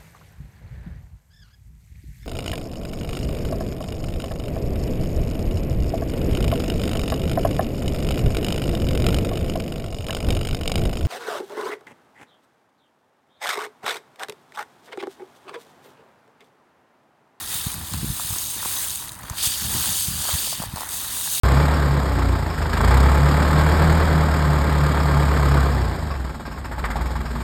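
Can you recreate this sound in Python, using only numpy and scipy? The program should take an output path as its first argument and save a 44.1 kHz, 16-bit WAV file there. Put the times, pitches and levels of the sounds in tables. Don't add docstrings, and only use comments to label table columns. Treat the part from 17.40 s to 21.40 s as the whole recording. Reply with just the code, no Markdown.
import sys
import numpy as np
from scipy import signal
from scipy.fft import rfft, irfft
from scipy.io import wavfile

SR = 44100
rng = np.random.default_rng(int(sys.argv[2]) if len(sys.argv) > 2 else 0)


def pcm_store(signal):
    levels = np.round(np.clip(np.atleast_2d(signal), -1, 1) * 32767)
    wavfile.write(sys.argv[1], SR, levels.astype(np.int16).T)


N = 176400


def amp(db):
    return 10 ** (np.asarray(db) / 20)


def unit(x):
    return x / np.sqrt(np.mean(x ** 2) + 1e-20)


def add(mix, s, sound):
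    part = mix[max(round(s * SR), 0):][:len(sound)]
    part += sound[:len(part)]


def colour(x, spectrum, size=4096):
    hz, db = np.transpose(spectrum)
    gain = unit(amp(np.interp(np.log(np.fft.rfftfreq(size, 1 / SR) + 1), np.log(hz), db)))
    cepstrum = irfft(np.log(gain + 1e-6))
    cepstrum[1:size // 2] *= 2
    cepstrum[size // 2 + 1:] = 0
    return signal.oaconvolve(x, irfft(np.exp(rfft(cepstrum))))[:len(x)]


def contacts(per_s, lo_hz, hi_hz, ring_s, spread_db, scrape, size=256):
    per_s = np.broadcast_to(per_s, N)
    onsets = np.flatnonzero(rng.random(N) < per_s / SR)
    pitch, length, force, phase = rng.random((N, 4))[onsets].T[:, :, None]
    n = np.arange(size)
    hz = lo_hz + (hi_hz - lo_hz) * pitch
    ring_samples = ring_s * SR * 2 ** (2 * length - 1)
    strength = amp(spread_db * np.minimum(-np.log(1 - force), 4)) / np.sqrt(per_s[onsets, None])
    grains = strength * np.exp(-n / ring_samples) * np.sin(2 * np.pi * (hz * n / SR + phase))
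    rattle = np.bincount((onsets[:, None] + n).ravel(), grains.ravel(), N + size)[:N]
    return unit(unit(rattle) + scrape * rng.standard_normal(N))


def tumblers(count=440, scatter_s=.05, ring_s=.002):
    out, t = np.zeros(N), np.arange(SR // 80) / SR
    for when, pitch, size in rng.random((count, 3)):
        hz = 3000 + 13500 * pitch
        strength = amp(-.7 * np.log(size + .025))
        chink = strength * np.exp(-t / ring_s) * np.sin(2 * np.pi * hz * t)
        delays, forces = rng.standard_normal((2, 7))
        for s, force in zip(when * N / SR + scatter_s * delays, forces):
            if s > 0:
                add(out, s, force * chink)
    return unit(out)


def slips(width_s, depth_db):
    hz = np.fft.rfftfreq(N, 1 / SR)
    wander = irfft(rfft(rng.standard_normal(N)) / (1 + (hz * width_s) ** 2), N)
    return unit(amp(depth_db * unit(wander)))


def shell_bed(busy_per_s=7000, busy_db=-27):
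    # (time [s], bed level [dB], relative clatter level [dB], relative crunch level [dB])
    right_push = [(0, -33.5, -2.5, -8), (.07, -32.5, -5, -11), (.14, -27.5, -4, -13),
                  (.25, -31, -2.5, -11.5), (.32, -33, -2.5, -9.5), (.37, -38, -2, -6.5),
                  (.49, -34.5, -5, -9.5), (.6, -35, -2.5, -12), (.81, -29, -6, -15),
                  (.98, -28, -5.5, -14.5), (1.11, -28.5, -6.5, -22), (1.2, -31, -4.5, -8),
                  (1.27, -26.5, -6, -15.5), (1.44, -26.5, -7, -13), (1.57, -31, -5, -22),
                  (1.64, -34.5, -6, -10.5), (1.72, -42, -6.5, -8), (1.79, -46.5, -8, -0.5)]
    left_push = [(1.82, -46.5, -3.5, 1.5), (1.93, -42.5, -2.5, 0.5), (1.959, -36, -5.5, -10.5),
                 (1.985, -28, -1.5, -9.5), (2.02, -27, -1, -17), (2.035, -19.5, -7, -18.5),
                 (2.072, -20.5, -5, -19), (2.085, -24.5, -5, -17), (2.19, -27.5, -4.5, -13.5),
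                 (2.3, -26.5, -6.5, -12), (2.35, -23, -6.5, -12.5), (2.5, -23, -6, -15),
                 (2.66, -23.5, -9, -22.5), (2.72, -28.5, -6.5, -15), (2.911, -23.5, -6, -10.5),
                 (3.121, -26.5, -4, -21), (3.16, -31.5, -4, -10.5), (3.24, -34, -4.5, -9),
                 (3.29, -43, -1, -2)]
    right_again = [(3.34, -41.5, -1.5, -1), (3.37, -39, -0.5, -3), (3.41, -34, -3.5, -5.5),
                   (3.47, -35.5, -9, -5), (3.54, -27.5, -6.5, -14), (3.63, -29.5, -6, -13.5),
                   (3.69, -31, -5, -9.5), (3.78, -26, -7.5, -16.5), (3.89, -26.5, -7, -23),
                   (3.93, -22.5, -9, -17.5), (4, -24.5, -4, -26)]
    # (frequency [Hz], relative level [dB])
    hiss_tone = [(2000, -46), (5000, -14.5), (5850, -9), (6300, -1.5), (6900, -3.5), (7800, -4), (8200, 0),
                 (9600, -1), (10500, -7), (11300, -4.5), (13000, -6.5), (15000, -6), (17000, -4)]
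    clatter_tone_right = [(1000, -19), (2200, -10.5), (2900, -4), (3350, -2.5), (3750, 1.5), (4150, -4),
                          (4600, -2), (5400, -8.5), (6200, -36.5), (9000, -15)]
    clatter_tone_left = [(1000, -22.5), (2200, -11), (2900, -2.5), (3700, 0.5), (4100, -4), (4600, 1.5),
                         (5400, -9.5), (6200, -18), (9000, -53)]
    # (frequency [Hz], relative level [dB])
    crunch_tone = [(100, -17), (300, -3), (500, -10), (750, -3), (1000, 1), (1400, -1.5), (1850, 1.5),
                   (2200, -7), (4000, -15)]
    t = np.arange(N) / SR
    times, *levels = np.vstack([right_push, left_push, right_again]).T
    bed_db, clatter_db, crunch_db = (np.interp(t, times, column) for column in levels)
    per_s = busy_per_s * amp(bed_db - busy_db)

    ticks = contacts(per_s, 2020, 18100, ring_s=.000063, spread_db=0, scrape=.42)
    rings = contacts(per_s, 3930, 17680, ring_s=.00073, spread_db=2, scrape=.58)
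    chinks = .3 * tumblers()
    hiss = amp(-.5) * unit(colour(ticks + .67 * rings + chinks, hiss_tone))

    coarse = contacts(.4 * per_s, 1830, 7020, ring_s=.00095, spread_db=1.5, scrape=.82)
    coarse += 1.52 * (ticks + chinks)
    left, right = unit(colour(coarse, clatter_tone_left)), unit(colour(coarse, clatter_tone_right))
    on_left_foot = (t > left_push[0][0]) & (t < left_push[-1][0])
    clatter = amp(clatter_db - 1.5) * np.where(on_left_foot, left, right)

    deep = contacts(900, 217, 2570, ring_s=.0011, spread_db=.5, scrape=.9) + 1.2 * ticks
    crunch = amp(crunch_db - .5) * unit(colour(deep, crunch_tone))
    return amp(bed_db) * slips(width_s=.005, depth_db=.8) * (hiss + clatter + crunch)


def shifting_heap(rattle, patch_db, patch_hz, patch_s):
    hz, t, bands = signal.stft(rattle, SR, nperseg=512, noverlap=384)
    patches = rng.standard_normal(bands.shape)
    for axis, width in enumerate([patch_hz / hz[1], patch_s / t[1]]):
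        bell = np.exp(-(2 * np.arange(-90, 91) / width) ** 2)
        patches = signal.fftconvolve(patches, np.expand_dims(bell, 1 - axis), "same", axes=axis)
    gain = unit(amp(patch_db * unit(patches)))
    return signal.istft(bands * gain, SR, nperseg=512, noverlap=384)[1][:N]


def beach(level_db=-43.5):
    # (frequency [Hz], relative level [dB])
    spectrum = [(20, -12), (45, -5), (68, 1.5), (130, -5.5), (280, -14.5), (500, -23.5), (1000, -12.5),
                (2400, -28), (16000, -57)]
    return amp(level_db) * unit(colour(rng.standard_normal(N), spectrum))


def buffets(edge_s=.019, thump_cycles=.43):
    # (start [s], length [s], level [dB])
    flutters = [(0.331, .11, -34.5), (0.517, 0.21, -30), (0.73, .13, -48), (2.216, 0.21, -31.5),
                (2.463, 0.062, -33.5), (2.6, 0.12, -43.5), (2.682, .13, -33.5), (3.174, 0.115, -39)]
    # (frequency [Hz], relative level [dB])
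    spectrum = [(25, -18), (45, -8), (75, 4.5), (120, -3.5), (200, -6), (300, -21), (500, -32.5),
                (1500, -59)]
    # (time [s], relative level [dB], pitch [Hz])
    thumps = [(.155, -32, 105), (.269, -19.5, 129), (.383, -30, 95), (0.544, -25, 151), (0.572, -29, 110),
              (.632, -24.5, 195), (0.646, -20.5, 190), (.702, -19, 110), (0.849, -30.5, 94),
              (0.907, -26, 90), (0.927, -25.5, 84), (0.964, -33, 272), (1.166, -35, 262),
              (1.26, -31.5, 305), (1.841, -34, 100), (1.912, -24, 84), (2.073, -26.5, 98),
              (2.351, -25, 193), (2.368, -28, 180), (2.685, -25, 126), (2.94, -20.5, 70.4),
              (2.953, -23.5, 111), (3.203, -22.5, 138), (3.287, -28, 80), (3.339, -22.5, 125)]
    t = np.arange(N) / SR
    envelope = np.zeros(N)
    for s, length, db in flutters:
        inside_s = np.minimum(t - s, s + length - t)
        envelope += amp(db) * np.clip(inside_s / edge_s + .5, 0, 1)
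    out = envelope * unit(colour(rng.standard_normal(N), spectrum))
    for s, db, hz in thumps:
        cycles = (t - s) * hz
        pulse = 1 / np.cosh(np.clip(2 * cycles / thump_cycles, -20, 20))
        out -= amp(db + 4.5) * pulse * np.cos(2 * np.pi * cycles)
    return out


def clinks(ring_s=.0013):
    # (time [s], relative level [dB], ring pitch [Hz], crack decay [s])
    strikes = [(0.3183, -13, 10300, 0.00087), (0.3414, -13, 11400, 0.00081), (.5362, -14, 4200, 0.002),
               (.9855, -6, 6450, 0.00046), (1.056, -21, 6300, .001), (1.428, -15, 9000, .0007),
               (1.506, -13, 6400, .0007), (1.557, -11.5, 9000, 0.0018), (1.683, -20, 11000, .001),
               (1.693, -15.5, 3970, 0.00053), (1.7193, -17, 9300, .0009), (1.7327, -22, 8800, .0007),
               (1.753, -25, 9800, 0.0016), (1.79, -27.5, 9000, 0.0024), (1.834, -29, 6500, .001),
               (1.8985, -17.5, 6460, 0.0021), (2.029, -16, 3580, .003), (2.035, -6.5, 4540, 0.0007),
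               (2.052, -17, 8500, .002), (2.065, -10, 4500, 0.0016), (2.075, -18, 8000, .002),
               (3.225, -16, 8950, .001), (3.257, -20, 8900, .001), (3.3595, -19.5, 4300, .002),
               (3.407, -16.5, 8500, .0015), (3.491, -11.5, 9100, 0.00042), (3.981, -14, 3800, .002)]
    crack_spectrum = [(800, -19), (3500, -8), (9000, 2), (17000, -12)]  # (frequency [Hz], level [dB])
    out, t = np.zeros(N), np.arange(SR // 50) / SR
    for s, db, hz, crack_s in strikes:
        crack = colour(rng.standard_normal(len(t)) * np.exp(-t / crack_s), crack_spectrum)
        ring = np.exp(-t / ring_s) * np.sin(2 * np.pi * hz * t)
        add(out, s, amp(db - 7.5) * (.98 * crack + ring))
    return out


def knocks(ring_s=.00064, grit_s=.0043):
    # (time [s], relative level [dB], ring pitch [Hz])
    collapses = [(.5385, -19, 1150), (.797, -22, 1170), (.906, -24, 960), (.937, -23, 1140),
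                 (.96, -23.5, 1220), (1.229, -21, 1100), (1.25, -19, 1220), (1.257, -16.5, 1010),
                 (1.624, -27.5, 970), (1.838, -25.5, 1060), (1.899, -17.5, 1130), (1.935, -26, 970),
                 (2.44, -20, 1160), (2.853, -18, 940), (2.885, -22, 1240), (2.89, -15, 820),
                 (3.073, -21, 770), (3.127, -17.5, 765), (3.201, -21, 765), (3.22, -18, 756),
                 (3.226, -18.5, 890), (3.237, -16, 780), (3.36, -19.5, 720), (3.371, -18, 850),
                 (3.381, -18, 900), (3.389, -24, 780), (3.408, -19, 1000), (3.418, -18, 880),
                 (3.433, -18.5, 1080), (3.859, -27, 900), (3.875, -19.5, 1730)]
    # (frequency [Hz], relative level [dB])
    grit_spectrum = [(300, -23.5), (680, 4.5), (1300, 3), (1900, -8.5), (2500, -11), (9000, -7.5)]
    out, t = np.zeros(N), np.arange(SR // 30) / SR
    swell = t / ring_s * np.exp(1 - t / ring_s)
    for s, db, hz in collapses:
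        grit = colour(rng.standard_normal(len(t)) * np.exp(-t / grit_s), grit_spectrum)
        note = swell * np.sin(2 * np.pi * hz * t)
        add(out, s, amp(db - 5) * (.5 * grit + note))
    return out


def scene():
    bed = shifting_heap(shell_bed(), patch_db=1.35, patch_hz=210, patch_s=.035)
    return (bed + beach() + buffets() + clinks() + knocks())[None]


def record(dry):
    low_cut = signal.butter(2, 44, "highpass", fs=SR, output="sos")
    band_limit = signal.firwin(511, 17300, window=("kaiser", 9), fs=SR)
    return signal.oaconvolve(signal.sosfilt(low_cut, dry), band_limit[None], "same")


dry = scene()
out = record(dry)
pcm_store(out)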